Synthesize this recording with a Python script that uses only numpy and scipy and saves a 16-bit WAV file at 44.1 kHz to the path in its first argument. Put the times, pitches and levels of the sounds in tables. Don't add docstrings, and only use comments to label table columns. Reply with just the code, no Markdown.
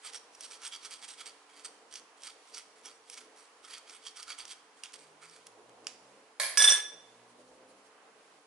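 import sys
import numpy as np
from scipy import signal
from scipy.fft import rfft, irfft, next_fast_len
from scipy.io import wavfile
from scipy.ndimage import uniform_filter1d, map_coordinates

SR = 44100
rng = np.random.default_rng(int(sys.argv[2]) if len(sys.argv) > 2 else 0)


def bounce(signal):
    frames = np.transpose(np.atleast_2d(signal))
    limited = np.clip(frames, -1, 1)
    pcm = np.round(limited * 32767).astype(np.int16)
    wavfile.write(sys.argv[1], SR, pcm)


def decibels_to_gain(level_db):
    exponent = np.asarray(level_db, float) / 20
    return 10 ** exponent


N = 373150
TIME = np.arange(N) / SR
PORTS = np.array([[1], [-1]])

# freq_hz, width_hz, level_db
HELD_SPOON = [(1347, 170, -5), (2270, 160, -7), (3250, 220, 0.5), (4590, 160, 2.5), (5650, 330, -7.5),
              (7400, 64, -12), (8390, 160, 5), (10060, 350, -12), (2920, 136, -17), (1870, 190, -21)]
# freq_hz, level_db_per_hz
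MESH_HISS = [(410, -73), (700, -9.5), (2540, -1), (3250, 2), (6790, 2), (8480, 0), (10600, -1), (11500, 1),
             (15000, -57.5), (22000, -120)]
# freq_hz, level_db_per_hz
AIR_HISS = [(60, -81), (200, -30), (1180, -18.5), (2000, -7), (4540, -6.5), (5260, -7.5), (10600, -11.5),
            (11300, -9), (11500, -42.5), (15000, -62.5), (22000, -120)]
# time_s, firing_hz, level_db
GEAR_PULLS = [
    [(4.9, 51.6, -90), (5.1, 50.88, -85), (5.4, 56.25, -85), (5.7, 60.15, -80), (6.05, 65.2, -81.5),
     (6.35, 72, -89)],
    [(6.8, 53.6, -80), (7.05, 57.6, -83.5), (7.3, 60.4, -82), (7.5, 63.7, -79), (7.7, 65.5, -79.5),
     (8.0, 71.5, -93)],
    [(8.05, 48.7, -96.5), (8.25, 51, -96.5), (8.46, 53.4, -90.5)],
]


def unit(x):
    return x / np.sqrt(np.mean(x ** 2) + 1e-20)


def along(points, hz):
    f, v = np.transpose(points)
    return np.interp(np.log(hz + 1), np.log(f + 1), v)


def wobble(rate):
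    knots = rng.standard_normal(int(N * rate / SR) + 4)
    return map_coordinates(knots, [TIME * rate])


def filtered(x, response):
    m = next_fast_len(N + SR // 2)
    return irfft(rfft(x, m) * response(np.fft.rfftfreq(m, 1 / SR)), m)[..., :N]


def resonances(f, peaks):
    total = 0
    for k, (centre, width, db) in enumerate(peaks):
        damping = 1j * f * width
        total = total + (-1) ** k * decibels_to_gain(db) * damping / (centre * centre - f * f + damping)
    return total


def burst(spectrum, t60, tilt_db=0, attack=1e-4):
    size = 16384
    hz = np.fft.rfftfreq(size, 1 / SR)
    colour = decibels_to_gain(along(spectrum, hz) + tilt_db * (hz > 6500))
    x = irfft(rfft(rng.standard_normal(size)) * colour)
    t = TIME[:len(x)]
    x = x * decibels_to_gain(-60 * t / t60) * np.minimum(t / attack, 1)
    return x / np.abs(x).max()


def add(track, s, x):
    track[..., round(s * SR):][..., :x.shape[-1]] += x


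def rush(spectrum, patchy_db):
    # freq_hz, left_right_likeness
    likeness = [(60, 0.75), (170, 0.89), (490, 0.88), (1410, 0.39), (4040, 0.02), (11600, 0.1)]
    z = signal.stft(rng.standard_normal((2, N)), nperseg=512)[2]
    field = uniform_filter1d(rng.standard_normal(z.shape[1:]), 6, 0)
    field = uniform_filter1d(field, 10, 1)
    pair = signal.istft(z * decibels_to_gain(patchy_db * unit(field)), nperseg=512)[1][:, :N]

    def mid_and_side(hz):
        angle = np.arccos(np.clip(along(likeness, hz), -1, 1)) / 2
        return decibels_to_gain(along(spectrum, hz)) * np.array([np.cos(angle), np.sin(angle)])

    mid, side = filtered(pair, mid_and_side)
    return unit(np.array([mid + side, mid - side]))


def related(pair, hz):
    # freq_hz, left_right_likeness
    room_likeness = [(60, 0.9), (220, 0.27), (830, 0.73), (3100, 0.32), (11600, -0.21)]
    alike = np.clip(along(room_likeness, hz), 0, .98)
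    return np.array([pair[0], alike * pair[0] + np.sqrt(1 - alike ** 2) * pair[1]])


def walls(x, count):
    delay_s = rng.uniform(0.00033, .014, (count, 2, 1))
    sign = rng.choice([-1, 1], (count, 2, 1))

    def copies(f):
        total = sum(g * np.exp(-2j * np.pi * f * d) for d, g in zip(delay_s, sign))
        return related(total, f) / np.sqrt(count)

    return filtered(x, copies)


def kitchen(x, gap):
    # freq_hz, t60_s
    decay_times = [(300, 0.93), (2000, 0.65), (6000, 0.54), (11000, 0.37)]
    hz, t, z = signal.stft(rng.standard_normal((2, SR * 3 // 4)), SR, nperseg=256)
    fade = decibels_to_gain(-60 * t / along(decay_times, hz)[:, None])
    tail = signal.istft(related(z, hz[:, None]) * fade, SR, nperseg=256)[1]
    late = np.pad(np.atleast_2d(x).mean(0), (round(gap * SR), 0))[None]
    return signal.fftconvolve(late, tail / np.linalg.norm(tail[0]), axes=1)[:, :N]


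def placed(x, pan_db, lag, early_db, wet_db):
    low_cut_hz = 360
    near = filtered(x, lambda f: 1 / (1 + (low_cut_hz / (f + 1)) ** 8))
    direct = filtered(near, lambda f: decibels_to_gain(pan_db / 2 * PORTS) * np.exp(-1j * np.pi * f * lag / SR * PORTS))
    return direct + decibels_to_gain(early_db) * walls(near, count=8) + decibels_to_gain(wet_db) * kitchen(near, gap=.006)


def background():
    # freq_hz, level_db_per_hz
    drone_colour = [(15, -76), (70, -42), (178, -21), (286, -9), (399, -8.5), (439, -2), (557, -7),
                    (706, -8), (1100, -13), (1430, -40.5), (2420, -120)]
    # freq_hz, level_db_per_hz
    road_colour = [(60, -80), (410, -35.5), (700, -5.5), (932, -3), (1040, -0.5), (1110, -2.5), (3200, -14),
                   (4160, -49), (7040, -120)]
    # time_s, level_db
    wash = [(0, -64), (1.2, -64.5), (2.8, -66), (4.5, -65), (5.3, -66), (7.1, -66), (7.55, -68),
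            (8.03, -62.5), (8.46, -68)]
    # freq_hz, rms_db
    hum_tones = [
        (118.4, -99),
        (290.7, -83.5),
        (436.0, -77),
    ]
    s, _, engine_db = np.transpose(sum(GEAR_PULLS, []))
    rumble = np.hypot(decibels_to_gain(-67), decibels_to_gain(np.interp(TIME, s, engine_db) + 16))
    drone = rumble * decibels_to_gain(1.3 * wobble(6.1)) * rush(drone_colour, patchy_db=1.8)

    road_db = np.interp(TIME, *np.transpose(wash)) + 1.0 + 0.59 * wobble(7.6)
    road = decibels_to_gain(road_db) * rush(road_colour, patchy_db=0.5)

    air_db = -65.0 - 0.38 * TIME + 0.93 * wobble(5.3)
    air = decibels_to_gain(air_db) * rush(AIR_HISS, patchy_db=0.5)

    hum = np.zeros(N)
    for hz, db in hum_tones:
        level = decibels_to_gain(db + 3.5 + 2.5 * wobble(8.3))
        hum += level * np.sin(2 * np.pi * hz * TIME + 2.7 * wobble(6.4))
    return drone + road + air + hum + vehicle()


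def strokes():
    # start_s, length_s, level_db, lean_db (edge -, belly +)
    pushes = [(.046, 0.049, -43, 9), (.131, 0.045, -42, -4), (.332, 0.03, -54.5, -17),
              (.404, 0.08, -45, -19), (.627, 0.052, -39, -7), (.825, 0.045, -39.5, -5),
              (1.024, 0.035, -39.5, 7), (1.189, 0.041, -43.5, 1), (1.548, 0.076, -52.5, 5),
              (1.919, 0.069, -46.5, -11), (2.222, 0.081, -45.5, 6.5), (2.457, 0.037, -61, 1),
              (2.527, 0.086, -45, -5), (2.759, .045, -62, 0), (3.088, 0.08, -48, -11),
              (3.635, 0.028, -50.5, 0), (3.673, 0.11, -46, 11), (3.871, 0.055, -50.5, 4),
              (4.037, 0.063, -43, 0), (4.22, 0.019, -47.5, 3), (4.279, 0.056, -40, 5.5),
              (4.482, 0.05, -41.5, 0), (5.292, 0.12, -57.5, -4), (5.461, .016, -56, 0)]
    # start_s, length_s, level_db, lean_db
    pulls = [(.508, 0.057, -46.5, -2), (.72, 0.036, -37, -1), (.904, 0.058, -43.5, 0),
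             (1.08, 0.048, -40.5, -3), (1.255, 0.05, -46.5, 3), (1.492, 0.022, -61, 28),
             (1.641, 0.034, -46, -6), (2.17, 0.028, -64, 4), (2.543, 0.03, -54, -18),
             (2.842, 0.066, -46.5, -2), (3.164, 0.055, -48.5, -1), (3.359, 0.09, -57, -7),
             (3.924, 0.045, -51, 13), (4.158, 0.071, -46, 1), (4.377, 0.054, -44, 7),
             (4.765, 0.061, -61.5, 9), (4.831, 0.046, -53.5, 11), (4.932, 0.025, -46.5, -5.5),
             (4.981, 0.091, -58, -5), (5.213, 0.052, -54.5, 20)]
    power, lean = np.zeros((3, N)), []
    for table, rise_share, treble_db in ((pushes, 0.65, -6.5), (pulls, 0.26, -6)):
        for s, length, db, lean_db in table:
            rise = rise_share * length
            near = slice(max(round((s - length) * SR), 0), round((s + 3 * length) * SR))
            t = TIME[near] - s - rise
            rising = (np.abs(t) / (0.88 * rise)) ** 1.46
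            falling = (np.abs(t) / (1.03 * (length - rise))) ** 1.35
            drop_db = 9.36 * np.where(t < 0, rising, falling)
            light_db = -40 - db
            low_db = -11.5 + 0.23 * lean_db + 0.23 * light_db
            high_db = treble_db + 0.16 * light_db
            zones_db = np.array([[low_db], [-4], [high_db]])
            power[:, near] += decibels_to_gain(2 * (db - drop_db + zones_db))
            lean.append((s + rise, lean_db, light_db))
    s, lean_db, light_db = np.transpose(sorted(lean))
    return power, np.interp(TIME, s, lean_db), np.interp(TIME, s, light_db)


def rubbing():
    power, lean_db, light_db = strokes()
    chance, size = rng.random((2, N))
    grain = decibels_to_gain(np.minimum(-4.2 * np.log(size), 13)) * rng.standard_normal(N)
    grit = (chance < 5000 / SR) * grain
    drive = unit(grit) + 0.66 * rng.standard_normal(N)
    drive = drive * decibels_to_gain(2.3 * wobble(80) + 1.62 * wobble(300))
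    gains_db = 5.3 * np.array([wobble(21.96) for _ in HELD_SPOON])
    gains_db[2:5] += np.outer([0.45, 0.17, -0.91], lean_db)
    gains_db[8] -= 0.43 * lean_db
    gains_db -= 0.3 * np.clip(light_db, 0, 20)
    body = decibels_to_gain(1.2 * wobble(24.8)) * filtered(drive, lambda f: 0.48 * decibels_to_gain(along(MESH_HISS, f)))
    for db, peak in zip(gains_db, HELD_SPOON):
        body += decibels_to_gain(db) * filtered(drive, lambda f: resonances(f, [peak]))
    zones = filtered(body, lambda f: np.array([f < 2600, (f >= 2600) & (f < 6500), f >= 6500]))
    return sum(np.sqrt(p) * unit(z) for p, z in zip(power, zones))


def ticks():
    # freq_hz, level_db_per_hz
    tick_colour = [(300, -50), (900, -20), (2800, -4), (4000, -15), (5500, 2.5), (7000, -8), (8500, -10.5),
                   (11000, -6), (13000, -35)]
    # time_s, peak_db
    snaps = [(0.408, -25), (0.677, -27), (.7272, -40), (.9088, -30), (1.087, -31), (1.6522, -30),
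             (2.5468, -24.5), (2.58, -26.5), (2.8577, -29.5), (3.0987, -26.5), (3.781, -29.5), (4.229, -26),
             (4.3875, -26.5), (4.9217, -40), (5.468, -32.5)]
    # time_s, peak_db
    bumps = [(0.1342, -29), (0.3514, -43), (.5113, -37), (0.6188, -36), (.634, -37), (1.2585, -31),
             (1.9388, -26.5), (1.956, -25), (2.2348, -27), (2.4743, -42.5), (3.649, -32), (3.8968, -31.5),
             (4.1698, -32.5), (4.2901, -35), (4.453, -29), (4.479, -33), (4.9374, -38), (5.22, -49),
             (5.2969, -40)]
    # time_s, peak_db
    cracks = [(.0553, -43), (0.443, -39), (.835, -41), (1.019, -39), (1.038, -38), (1.5748, -44),
              (1.9975, -37), (2.221, -33), (2.2724, -29), (2.498, -41), (2.567, -34), (2.586, -26.5),
              (2.596, -35), (2.8137, -46), (2.887, -34), (2.904, -42), (3.0829, -42), (3.1275, -44),
              (3.142, -36), (3.175, -44), (3.215, -42), (3.3712, -48), (3.455, -40), (3.7105, -40),
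              (3.932, -43), (4.0277, -49), (4.0527, -39), (4.886, -42), (4.9418, -30), (4.9465, -40),
              (4.9921, -39), (5.312, -40), (5.695, -44)]
    x = np.zeros(N)
    for table, treble_db in ((snaps, 5.5), (bumps, 1.5)):
        for s, db in table:
            add(x, s, decibels_to_gain(db - 6.0) * burst(tick_colour, t60=0.015, tilt_db=treble_db))
            add(x, s, decibels_to_gain(db - 25.0) * burst(MESH_HISS, t60=0.042))
    for s, db in cracks:
        add(x, s, decibels_to_gain(db - 4) * burst(MESH_HISS, t60=0.0033))
    return x + 0.89 * filtered(x, lambda f: resonances(f, HELD_SPOON))


def handling():
    # time_s, peak_db
    thumps = [
        (.39, -82),
        (1.925, -78),
        (2.226, -85),
        (2.54, -86),
        (2.843, -91),
        (3.617, -86),
        (4.264, -79),
        (4.443, -77),
    ]
    # time_s, level_db
    shakes = [
        (7.307, -65),
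        (7.402, -63),
        (7.481, -65.5),
        (7.548, -66),
        (7.704, -63),
        (7.79, -67),
        (7.864, -63.5),
    ]
    bran_slide = [(100, -80), (1500, -30.5), (4000, -1), (8000, 0), (11000, -1.0)]  # freq_hz, level_db_per_hz
    jolts, slide = np.zeros((2, N))
    for s, db in thumps:
        t = TIME - s
        jolts += decibels_to_gain(db) * np.exp(-(t / 0.0089) ** 2) * np.sin(2 * np.pi * 65 * t)
    for s, db in shakes:
        slide += decibels_to_gain(db) * np.exp(-((TIME - s) / 0.027) ** 2)
    return jolts + slide * rush(bran_slide, patchy_db=2.0)


def taps():
    # time_s, peak_db, treble_db, spoon_ring_db
    knocks = [
        (4.8356, -29, 7, 5),
        (4.857, -40, -4, 8),
        (5.8456, -49, 3, -20),
        (5.8689, -21.5, -1, -18),
    ]
    # freq_hz, width_hz, level_db
    thud_peaks = [(1350, 600, -12), (2790, 750, -4), (4070, 600, -13.5), (4950, 420, -0.5),
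                  (5540, 520, -0.5), (6900, 1100, -6.5), (8460, 500, -9.5), (10000, 1000, -13)]
    # freq_hz, width_hz, level_db
    rim_peaks = [(2760, 230, -1), (5486, 230, -16), (8550, 270, -2), (1403, 200, -9)]
    # freq_hz, level_db_per_hz
    bran_colour = [(600, -40.5), (1300, -13), (2400, -2.5), (3700, -5), (6300, -2), (8500, -8),
                   (11000, -13), (22000, -120)]
    hz = np.fft.rfftfreq(4096, 1 / SR)
    crack, rung = np.zeros((2, N))
    for s, db, treble_db, ring_db in knocks:
        spectrum = 0
        for centre, width, level in thud_peaks:
            gain = decibels_to_gain(level + treble_db * (centre > 7500))
            spectrum = spectrum + gain * resonances(hz, [(centre, width, 0)]) ** 2
        thud = irfft(spectrum)
        blow = decibels_to_gain(db) * thud / np.abs(thud).max()
        add(crack, s, blow)
        add(crack, s, decibels_to_gain(db - 13) * burst(bran_colour, t60=.03))
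        add(crack, s, decibels_to_gain(db - 19) * burst(bran_colour, t60=.3, attack=0.0035))
        add(rung, s, decibels_to_gain(ring_db) * blow)
    return crack + filtered(rung, lambda f: resonances(f, rim_peaks))


def vehicle():
    # multiple_of_firing, level_db
    firing_orders = [(1, -8), (2, -1.5), (3, 5.5), (4, 6.5), (5, -10), (6, -5.5), (8, 2.5)]
    # freq_hz, level_db
    wall_modes = [(50, -13), (65, 1), (90, -15), (120, 2.5), (138, -3.5), (155, 3.5), (175, -10.5),
                  (200, 1), (222, -12), (250, 0), (300, 8)]
    x = np.zeros(N)
    for gear in GEAR_PULLS:
        s, hz, db = np.transpose(gear)
        firing_hz = np.interp(TIME, s, hz)
        turns = np.cumsum(firing_hz * (1 + 0.0028 * wobble(6.3))) / SR
        fade = np.clip(np.minimum(TIME - s[0], s[-1] - TIME) / 0.12, 0, 1)
        orders = np.zeros(N)
        for k, level in firing_orders:
            order_db = level + along(wall_modes, k * firing_hz) + 2.8 * wobble(3.224) + 2.8 * wobble(19)
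            orders += decibels_to_gain(order_db) * np.sin(2 * np.pi * k * turns + 0.9 * wobble(12))
        x += fade * decibels_to_gain(np.interp(TIME, s, db)) * orders
    return x


def landing():
    # time_s, peak_db
    touches = [
        (6.3993, -14),
        (6.4013, -15),
        (6.4175, -18),
        (6.434, -20),
        (6.456, -27),
        (6.487, -29.5),
    ]
    # freq_hz, level_db_per_hz
    clack_colour = [(150, -63.5), (250, -36.5), (675, -13.5), (4920, -6), (6780, -9), (10600, -4.5),
                    (11500, -13), (15000, -41.5), (22000, -120)]
    # freq_hz, width_hz, level_db
    skid_peaks = [(615, 280, -5.5), (1090, 84, -5), (1666, 120, -2), (2250, 190, -4), (4430, 250, -6.5),
                  (5000, 70, -5), (8300, 34, -6), (10320, 55, -7), (10880, 56, -2)]
    clacks, skid = np.zeros((2, N))
    for s, db in touches:
        add(clacks, s, decibels_to_gain(db - 2.0) * burst(clack_colour, t60=0.0099))
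        add(skid, s, decibels_to_gain(db + 8.5) * burst(clack_colour, t60=.006))
        add(clacks, s, decibels_to_gain(db - 21) * burst(clack_colour, t60=0.2))
        add(skid, s, decibels_to_gain(db + 5.0) * burst(AIR_HISS, t60=0.25, tilt_db=12))
    return clacks + filtered(skid, lambda f: resonances(f, skid_peaks))


def ring(modes, scatter_db, turn):
    t = TIME[:SR // 2]
    total = np.zeros((2, len(t)))
    for hz, db, t60 in modes:
        a, b, c, d = rng.standard_normal(4)
        level = decibels_to_gain(db + scatter_db * (a + PORTS * b / 2) - 60 * t / t60)
        phase = 9 * c + PORTS * turn * d * hz / 6000
        total += level * np.sin(2 * np.pi * hz * t + phase)
    return total * (1 - np.exp(-t / 0.0006))


def rattle():
    # time_s, crack_db, ring_db, rocking_db (middle modes +, upper -), lowest_modes_db
    bounces = [(6.573, -5, -25.5, -5.5, -22.5), (6.5954, -8.5, -23.5, 2, -24.5),
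               (6.615, -12, -31, 1.5, -31), (6.6216, -6, -23, -6.5, -34), (6.6404, -5.5, -22.5, 5, -29.5),
               (6.6554, -19, -27, -3, -28), (6.6742, -6, -23, 7.5, -27), (6.6904, -15.5, -21.5, 2, -36.5),
               (6.6998, -10, -25, -7, -31.5), (6.7114, -14, -25.5, -1.5, -38),
               (6.7204, -14, -26, -0.5, -27), (6.7334, -16.5, -25.5, 3.5, -34.5),
               (6.765, -23, -36.5, 0.5, -39.5)]
    spoon_rings = [-25, -28.5, -38, -35.5, -29.5, -37, -36, -36, -33.5, -33, -37, -41.5, -50]
    # freq_hz, level_db, t60_s
    bowl_modes = [
        [(1701, 0, .36), (1723, -9, .3), (1082, -17, .15)],
        [(3488, 0, .3), (3532, -8, .3), (3591, -11, .26), (3461, -11, .3)],
        [(5760, 0, .36), (5730, -8, .36), (6322, -13, .33), (6373, -14, .3), (6813, -19, .2)],
        [(8597, 0, .22), (8485, -3, .2), (8637, -6, .22), (8682, -6, .2), (10455, -7, .22), (10797, -7, .22)],
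    ]
    # freq_hz, level_db, t60_s
    free_spoon = [(5067, 3, .1), (4881, -4, .12), (2290, -9, .15)]
    # freq_hz, level_db_per_hz
    knock_colour = [(150, -60.5), (250, -24.5), (2200, -20.5), (2950, -11), (4300, -14), (6900, -22),
                    (11500, -20), (22000, -120)]
    # freq_hz, level_db_per_hz
    buzz_colour = [(150, -61), (250, -22.5), (3510, -15.5), (4540, -21), (8760, -19.5), (11500, -15.5),
                   (22000, -120)]
    # freq_hz, left_minus_right_db, left_lead_rad
    beams = [(1700, -0.5, .6), (3490, 0.5, .3), (5070, -7, -0.15), (5760, -6, -0.98), (8600, -3.5, -.9),
             (10600, 0, -.8)]
    x, buzz = np.zeros((2, 2, N))
    times = np.array(bounces)[:, 0]
    for (s, crack_db, ring_db, rock_db, low_db), spoon_db in zip(bounces, spoon_rings):
        top_db = ring_db + 2.5 - 33 * (s - times[0])
        levels_db = [low_db, ring_db + rock_db, ring_db - rock_db, top_db, spoon_db]
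        tone = 0
        for db, modes in zip(levels_db, bowl_modes + [free_spoon]):
            tone = tone + decibels_to_gain(db - 0.5) * ring(modes, scatter_db=1.0, turn=.25)
        later_bounces = np.searchsorted(times, s + TIME[:SR // 2]) - np.searchsorted(times, s, "right")
        add(x, s, tone * .35 ** np.maximum(later_bounces, 0))
        add(x, s, decibels_to_gain(crack_db - 9.5) * burst(knock_colour, t60=0.007, attack=0.00046))
        sides = 0.55 * PORTS * burst(AIR_HISS, t60=0.24, attack=.002)
        loose = burst(buzz_colour, t60=0.27, attack=.002) + sides
        add(buzz, s, decibels_to_gain(crack_db / 2 - 20) * loose)

    def beam(f, column):
        return along(np.array(beams)[:, [0, column]], f) * PORTS / 2

    chatter = buzz * decibels_to_gain(2.5 * wobble(220))
    return filtered(x + chatter, lambda f: decibels_to_gain(beam(f, 1)) * np.exp(1j * beam(f, 2)))


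def scene():
    sieve = placed(rubbing() + ticks(), pan_db=-2.0, lag=1.0, early_db=-16, wet_db=-11.0)
    rim = placed(taps(), pan_db=-5.0, lag=0.93, early_db=-10, wet_db=-12.5)
    drop = placed(landing(), pan_db=-2.0, lag=1.6, early_db=-3.5, wet_db=0.0)
    bowl = placed(rattle(), pan_db=0.0, lag=.6, early_db=-13.5, wet_db=-13.0)
    return background() + sieve + handling() + rim + drop + bowl


def top_cut(x):
    return signal.sosfilt(signal.butter(12, 12170, fs=SR, output="sos"), x)


def record(dry):
    # freq_hz, left_minus_right_db
    pair_colour = [(60, 2.5), (170, -1), (490, 0), (1410, -3.5), (4040, -2), (11600, -2.5)]
    top_hz = 10985

    def microphones(f):
        return decibels_to_gain(along(pair_colour, f) * PORTS / 2) / (1 + (f / top_hz) ** 400)

    return top_cut(filtered(dry, microphones))


dry = scene()
out = record(dry)
bounce(out)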